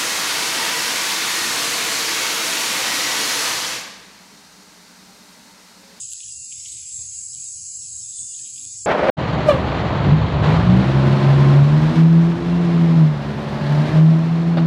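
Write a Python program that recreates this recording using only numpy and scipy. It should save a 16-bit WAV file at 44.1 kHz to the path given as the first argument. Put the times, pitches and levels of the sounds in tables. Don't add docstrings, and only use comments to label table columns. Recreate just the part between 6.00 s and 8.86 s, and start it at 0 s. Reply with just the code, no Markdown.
import sys
import numpy as np
from scipy import signal
from scipy.io import wavfile
from scipy.ndimage import uniform_filter1d

SR = 44100
rng = np.random.default_rng(int(sys.argv[2]) if len(sys.argv) > 2 else 0)


def digitize_waveform(pressure):
    field = np.atleast_2d(pressure).T
    bounded = np.clip(field, -1, 1)
    quanta = np.round(bounded * 32767).astype(np.int16)
    wavfile.write(sys.argv[1], SR, quanta)


def natural_amplitude(level_db):
    exponent = np.asarray(level_db, float) / 20
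    return 10 ** exponent


N = 126126


def level(x, db):
    return x * natural_amplitude(db) / np.sqrt(np.mean(x ** 2))


def noise():
    return rng.standard_normal(N)


def ring(x, hz, width, count=2):
    b, a = signal.iirpeak(min(hz, .45 * SR), hz / width, SR)
    for _ in range(count):
        x = signal.lfilter(b, a, x)
    return x


def curve(rows):
    return np.interp(np.arange(N) / SR, *np.array(rows).T)


def walk(rate):
    hold = int(SR / rate)
    steps = np.repeat(rng.standard_normal(N // hold + 1), hold)
    return 1.186 * uniform_filter1d(uniform_filter1d(steps, hold), hold)[:N]


def gate(s, length, edge):
    t = np.arange(N) / SR - s
    return np.sin(np.pi / 2 * np.clip(np.minimum(t, length - t) / edge, 0, 1)) ** 2


def clicks(rate, scatter, size_db):
    draw = rng.standard_normal((2000, 2))
    gaps = np.exp(scatter * draw[:, 0]) / rate
    at = (np.cumsum(gaps) * SR).astype(int)
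    out = np.zeros(N)
    out[at[at < N]] = natural_amplitude(size_db * draw[at < N, 1])
    return np.roll(out, rng.integers(N))


def coloured(shape, lo, hi, patchy_db, rate):
    hz, db = np.array(shape).T
    out = 0
    for f in np.geomspace(lo, hi, num=28):
        band_db = np.interp(np.log(f), np.log(hz), db) + patchy_db * walk(rate)
        out = out + ring(noise(), f, f / 6, count=3) * natural_amplitude(band_db)
    return out


def air_and_rumble():
    # [f/Hz, level/dB per Hz]
    air_shape = [(550, -35), (1500, -25), (2000, -22.5), (2550, -18.5), (3300, -18.5), (4200, -12.5),
                 (5000, -3.5), (5900, -9)]
    # [f/Hz, level/dB per Hz]
    rumble_shape = [(15, -51), (25, -34), (77, -0.5), (123, -7.5), (157, -6.5), (289, -16), (367, -28),
                    (472, -29), (600, -41.5), (780, -67), (1320, -120)]
    air = level(coloured(air_shape, 518.5, 6290, patchy_db=.7, rate=13.07), -48.5)
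    rumble = level(coloured(rumble_shape, 28.06, 533.3, patchy_db=4.5, rate=8.7), -60.5)
    return air + rumble


def engine():
    hz = 123.4 * (1 + 0.018 * walk(4.9))
    return natural_amplitude(-62 + 2.5 * walk(12)) * np.sin(2 * np.pi * np.cumsum(hz) / SR)


def hand_thumps():
    # [t/s, level/dB]
    thumps = [
        (.74, -59),
        (1.003, -56),
        (1.26, -63.5),
        (1.798, -61.5),
        (1.97, -58.5),
        (2.418, -87),
        (2.672, -89),
    ]
    knock = level(ring(noise(), 90.3, 70, count=3), 0)
    rise_s = 0.1
    return knock * sum(natural_amplitude(db) * gate(s - rise_s, 2 * rise_s + 0.048, rise_s) for s, db in thumps)


def cicadas():
    # [ring f/Hz, width/Hz, level/dB, rate/Hz (two clicks per cycle, but one at 107),
    # flicker/dB]
    choirs = [
        (6218, 420, -51.5, 260, 0.5),
        (6542, 285, -44, 240, 1.5),
        (6936, 930, -38.5, 175, 1.5),
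        (7500, 227, -40.5, 75, 2),
        (7705, 265, -40, 255, 2),
        (7970, 435, -41.5, 97, 0.5),
        (8490, 770, -59, 53, -8.5),
        (9380, 640, -51.5, 190, -0.5),
        (9880, 670, -49, 107, 0.27),
        (10390, 610, -58.5, 200, 0),
    ]
    # [t/s, level/dB]
    swell_points = [(0.0, -35), (0.09, -38), (0.125, -34.5), (0.14, -37), (0.84, -37), (0.98, -35),
                    (1.09, -36.5), (1.17, -35.5), (1.39, -36), (1.43, -35.5), (2.86, -37)]
    steady_rate, top_hz = 107, 10870
    steady = clicks(steady_rate, .03, 0.83)
    out = 0
    for hz, width, db, rate, flicker_db in choirs:
        near = steady if rate == steady_rate else clicks(2 * rate, .25, 4.0)
        near = level(near * np.sign(noise()), 0)
        crowd = level(noise(), 4.5)
        out = out + level(ring(crowd + near, hz, width, count=3), db) * natural_amplitude(flicker_db * walk(13.94))
    swell = curve(swell_points)
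    lowpass = signal.cheby1(10, 1, top_hz, fs=SR, output="sos")
    return signal.sosfilt(lowpass, out * natural_amplitude(swell - swell.mean()))


def bird():
    # [t/s, length/s, f/Hz, level/dB]
    whistles = [
        (0.27, 0.25, 2760, -64),
        (.41, .1, 3640, -67),
        (0.93, 0.25, 3545, -71),
        (1.98, 0.37, 3545, -62),
    ]
    out = np.zeros(N)
    for s, length, hz, db in whistles:
        phase = 2 * np.pi * np.cumsum(hz * (1 + .0006 * walk(25))) / SR
        out += natural_amplitude(db + 1.5 * walk(40)) * gate(s, length, length / 4) * np.sin(phase)
    return out


def beating_cricket():
    first_s, every_s, chirp_s = .008, .1415, .045
    beat = sum(gate(first_s + k * every_s, chirp_s, 0.0099) for k in range(21))
    tone = level(ring(clicks(90, 0.034, 0.2), 4970, 300), -51)
    return tone * beat * natural_amplitude(-1.5 * np.arange(N) / SR)


def trilling_cricket():
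    # [t/s, length/s, f/Hz, level/dB]
    trills = [
        (0.218, 0.14, 5670, -52),
        (0.535, 0.18, 5560, -50.5),
        (1.3, 0.049, 5340, -43.5),
        (1.514, 0.16, 5660, -51.5),
        (1.77, 0.1, 5600, -48),
        (1.993, 0.059, 5470, -46),
        (2.71, 0.12, 5650, -50.5),
    ]
    out = np.zeros(N)
    for s, length, hz, db in trills:
        teeth = clicks(140, 0.22, 1.6) * np.sign(noise())
        out += level(ring(teeth, hz, 390), db) * gate(s, length, 0.039)
    return out


def bush_cricket():
    # [t/s, f/Hz, level/dB]
    ticks = [
        (.91, 8500, -49),
        (1.19, 8620, -56),
        (1.44, 8450, -51),
        (1.68, 8450, -54),
        (1.92, 8580, -50),
        (2.18, 8620, -49),
    ]
    t, t60_s = np.arange(N) / SR, .45
    out = np.zeros(N)
    for s, hz, db in ticks:
        tail = natural_amplitude(-60 * abs(t - s) / t60_s)
        out += level(ring(noise(), hz, 140), db) * gate(s, 0.25, .004) * tail
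    return out


def wood_echo(x):
    t, t60_s = np.arange(SR // 4) / SR, 0.14
    tail = rng.standard_normal(len(t)) * natural_amplitude(-60 * t / t60_s)
    return signal.fftconvolve(x, tail / np.sqrt(np.sum(tail ** 2)))[:N]


def blips():
    # [t/s, f/Hz, level/dB]
    soft_puffs = [(.02, 1234, -72), (1.0, 994, -70), (1.0, 616, -87), (0.119, 1750, -70), (1.36, 1040, -77),
                  (2.35, 1930, -71), (0.143, 1510, -64.5), (.2, 1880, -67), (0.261, 1700, -68),
                  (0.248, 403, -83.5), (0.298, 990, -81), (0.448, 880, -83), (0.749, 304, -68.5),
                  (0.823, 1520, -68.5), (1.008, 454, -68.5), (1.01, 794, -74), (1.06, 1190, -75),
                  (1.193, 1630, -68), (1.35, 684, -81), (1.59, 555, -79.5), (1.728, 437, -84),
                  (1.957, 1620, -69), (1.978, 1070, -75), (2.15, 2000, -76), (2.221, 883, -71),
                  (2.411, 1793, -62.5), (2.429, 292, -69.5), (2.612, 1173, -71), (2.75, 2060, -67.5),
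                  (2.26, 2720, -74), (2.322, 2830, -67.5), (.82, 400, -79), (1.83, 417, -81), (2.67, 449, -78)]
    # [t/s, f/Hz, level/dB]
    squeaks = [(.2, 14600, -82), (.27, 13900, -84), (.27, 14700, -85), (.52, 13500, -87),
               (.645, 15500, -84), (.62, 12800, -88), (.86, 12000, -83), (1.38, 15100, -84),
               (1.43, 14000, -88), (1.5, 11800, -79), (1.83, 11500, -78), (2.0, 11900, -79.5),
               (2.19, 12600, -83.5), (2.32, 11900, -79.5), (2.38, 14700, -83), (2.49, 15550, -80),
               (2.55, 14700, -85), (2.63, 14250, -85), (2.63, 15450, -79)]
    puff_s, width_hz = 0.079, 76
    out, n = np.zeros(N + 16384), int(puff_s * SR)
    for s, hz, db in soft_puffs + squeaks:
        puff = ring(rng.standard_normal(8192), hz, width_hz)[-n:] * np.hanning(n)
        i = max(int((s - puff_s / 2) * SR), 0)
        out[i:i + n] += level(puff, db)
    return out[:N]


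def wing_scrape():
    # [t/s, level/dB]
    effort_points = [(0, -2), (.12, -8), (.3, -5.5), (.33, -17), (.5, -19), (.58, -6), (.72, -3), (.88, -9),
                     (.92, -6), (1.3, -54), (1.34, -14), (1.46, -13), (1.55, -31), (2.36, -19), (2.39, -13),
                     (2.44, -4.5), (2.58, -5), (2.72, -19.5), (2.86, -28)]
    per_s, top_db = 1000, -66.5
    size_db = 8 * np.minimum(rng.exponential(size=N), 3)
    grains = (rng.random(N) < per_s / SR) * natural_amplitude(size_db) * np.sign(noise())
    grains = grains + 0.51 * noise()
    effort = curve(effort_points)
    body = level(ring(grains, 3270, 2900), -56) * natural_amplitude(0.76 * effort)
    hiss = level(ring(grains, 11900, 1600, count=3), top_db) * natural_amplitude(effort)
    edge = level(ring(grains, 14400, 1500, count=3), top_db - 4) * natural_amplitude(1.5 * effort)
    return body + hiss + edge


def wing_flicks():
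    # [t/s, low ring peak/dB, snap peak/dB, top end peak/dB, ring f/Hz]
    flicks = [(.0248, -42, -60, -56, 4200), (.105, -70, -48, -46, 3360), (.113, -60, -40, -50, 3400),
              (0.1191, -35, -40, -50, 3250), (0.1266, -32, -21, -40, 3350), (0.1336, -31, -16, -36, 3200),
              (0.205, -31.5, -47, -65, 3220), (.2095, -40, -60, -70, 3200), (.2319, -36, -50, -68, 3100),
              (0.236, -38, -51, -64, 3250), (.2395, -39, -55, -66, 3200), (0.5202, -35, -50, -62, 2920),
              (.5237, -32, -40, -60, 2950), (.527, -35, -50, -56, 3000), (.6524, -35, -45, -60, 3570),
              (0.6592, -33, -45, -62, 3060), (0.6736, -38, -44, -55, 3100), (.681, -40, -50, -52, 4000),
              (.685, -36, -50, -54, 4600), (0.6885, -46, -40, -47, 4000), (0.7193, -42, -40, -48, 3500),
              (.727, -43, -45, -51, 3400), (.747, -44, -43, -55, 3600), (1.1213, -42, -72, -75, 3620),
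              (1.3493, -34, -50, -64, 4000), (2.1874, -36, -50, -62, 3530), (2.3421, -40, -55, -70, 2900),
              (2.3464, -37, -50, -70, 3900), (2.3515, -42, -55, -70, 3000), (2.392, -28, -28, -55, 4800),
              (2.393, -38, -50, -70, 3300), (2.4588, -39, -54, -60, 3900), (2.4723, -44, -45, -53, 3980),
              (2.5805, -37, -45, -48, 3400), (2.6489, -38, -50, -62, 3500), (2.6515, -38, -21, -62, 3700)]
    # [t/s, peak/dB]
    veins = [(.2528, -66), (.5087, -68), (.582, -56), (.638, -49), (.651, -61), (.819, -61), (.863, -60),
             (1.3164, -68), (1.338, -54), (1.372, -45), (1.424, -47), (1.445, -53), (1.457, -59),
             (1.83, -62), (2.017, -65), (2.494, -60), (2.505, -51), (2.542, -49), (2.56, -56), (2.568, -54),
             (2.6025, -54), (2.625, -49), (2.638, -49)]
    vein_flicks = [(s, db - 28, db - 23, db, 3000) for s, db in veins]
    n, crack_s = 2048, .001
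    out, t = np.zeros(N + n), np.arange(n) / SR
    for s, ring_db, snap_db, top_db, hz in flicks + vein_flicks:
        crack = np.r_[3, rng.standard_normal(n - 1) * np.exp(-t[1:] / crack_s)]
        membrane = ring(crack, hz, 1200) + .6 * ring(crack, 5980, 2200)
        snap = ring(crack, 7500, 2500, count=3)
        top = ring(crack, 11900, 2160, count=3)
        very_top = ring(crack, 14600, 2000, count=3)
        i = int(s * SR)
        for part, db in [(membrane, ring_db), (snap, snap_db), (top, top_db), (very_top, top_db - 13)]:
            out[i:i + n] += natural_amplitude(db) * part / abs(part).max()
    return out[:N]


def wings():
    highpass = signal.butter(6, 1900, "high", fs=SR, output="sos")
    return signal.sosfilt(highpass, wing_flicks() + wing_scrape())


def scene():
    background = air_and_rumble() + engine() + hand_thumps()
    crickets = beating_cricket() + trilling_cricket() + bush_cricket()
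    wood = cicadas() + bird() + crickets + natural_amplitude(0.5) * wood_echo(crickets)
    return (background + wood + blips() + wings())[None]


def suppress(x):
    # [t/s, f/Hz]
    shut_edge = [
        (0, 2520),
        (.48, 2380),
        (.6, 1945),
        (1.13, 1930),
        (1.25, 2210),
        (2.1, 2420),
        (2.25, 2750),
        (2.45, 2340),
        (2.72, 2360),
    ]
    # [t/s, length/s, centre f/Hz, width/Hz, level/dB]
    dips = [
        (.35, .16, 3250, 500, -17),
        (1.17, .16, 3400, 800, -11),
        (1.5, .3, 3500, 900, -5),
        (1.85, .15, 3400, 700, -4),
    ]
    expand, lets_go_hz, shut_db = 1.9, 4800, -12
    mute_hz, mute_db = 10880, -91
    hz, t, z = signal.stft(x, SR, nperseg=1024)

    patch = uniform_filter1d(uniform_filter1d(abs(z) ** 2, size=3, axis=0), size=6, axis=1) + 1e-20
    usual = uniform_filter1d(np.median(patch, axis=1), size=5)[:, None]
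    reach = expand * np.clip((lets_go_hz - hz) / 1200, 0, 1) * np.clip(hz / 2400, .8, 1.4)
    gain = np.clip(patch / usual, .3, 1.6) ** (reach[:, None] / 2)

    under = np.clip((np.interp(t, *np.array(shut_edge).T) - hz[:, None]) / 60, 0, 1)
    gain *= natural_amplitude(shut_db * under * np.clip(hz / 1500, 0, 1)[:, None])
    for s, length, dip_hz, width, db in dips:
        shut = np.clip((t - s) / 0.13, 0, 1) * (t < s + length)
        band = np.clip(2 - abs(hz - dip_hz) / width * 4 + .5, 0, 1)
        gain *= natural_amplitude(db * band[:, None] * shut)

    top = hz > mute_hz
    blocks = uniform_filter1d(abs(z[top]) ** 2, size=12, axis=0)[6::12]
    blocks = np.repeat(blocks, 12, axis=0)
    openness = 8 * np.log10(blocks[:top.sum()] / natural_amplitude(2 * mute_db) + 1e-9)
    gain[np.flatnonzero(top)[:len(blocks)]] = np.clip(openness, 0, 1)
    return signal.istft(z * gain, SR, nperseg=1024)[1][:N]


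def band_limit(x):
    return signal.sosfilt(signal.butter(12, 15700, fs=SR, output="sos"), x)


def record(dry):
    mix = suppress(dry[0])[None]
    return band_limit(mix)


dry = scene()
out = record(dry)
digitize_waveform(out)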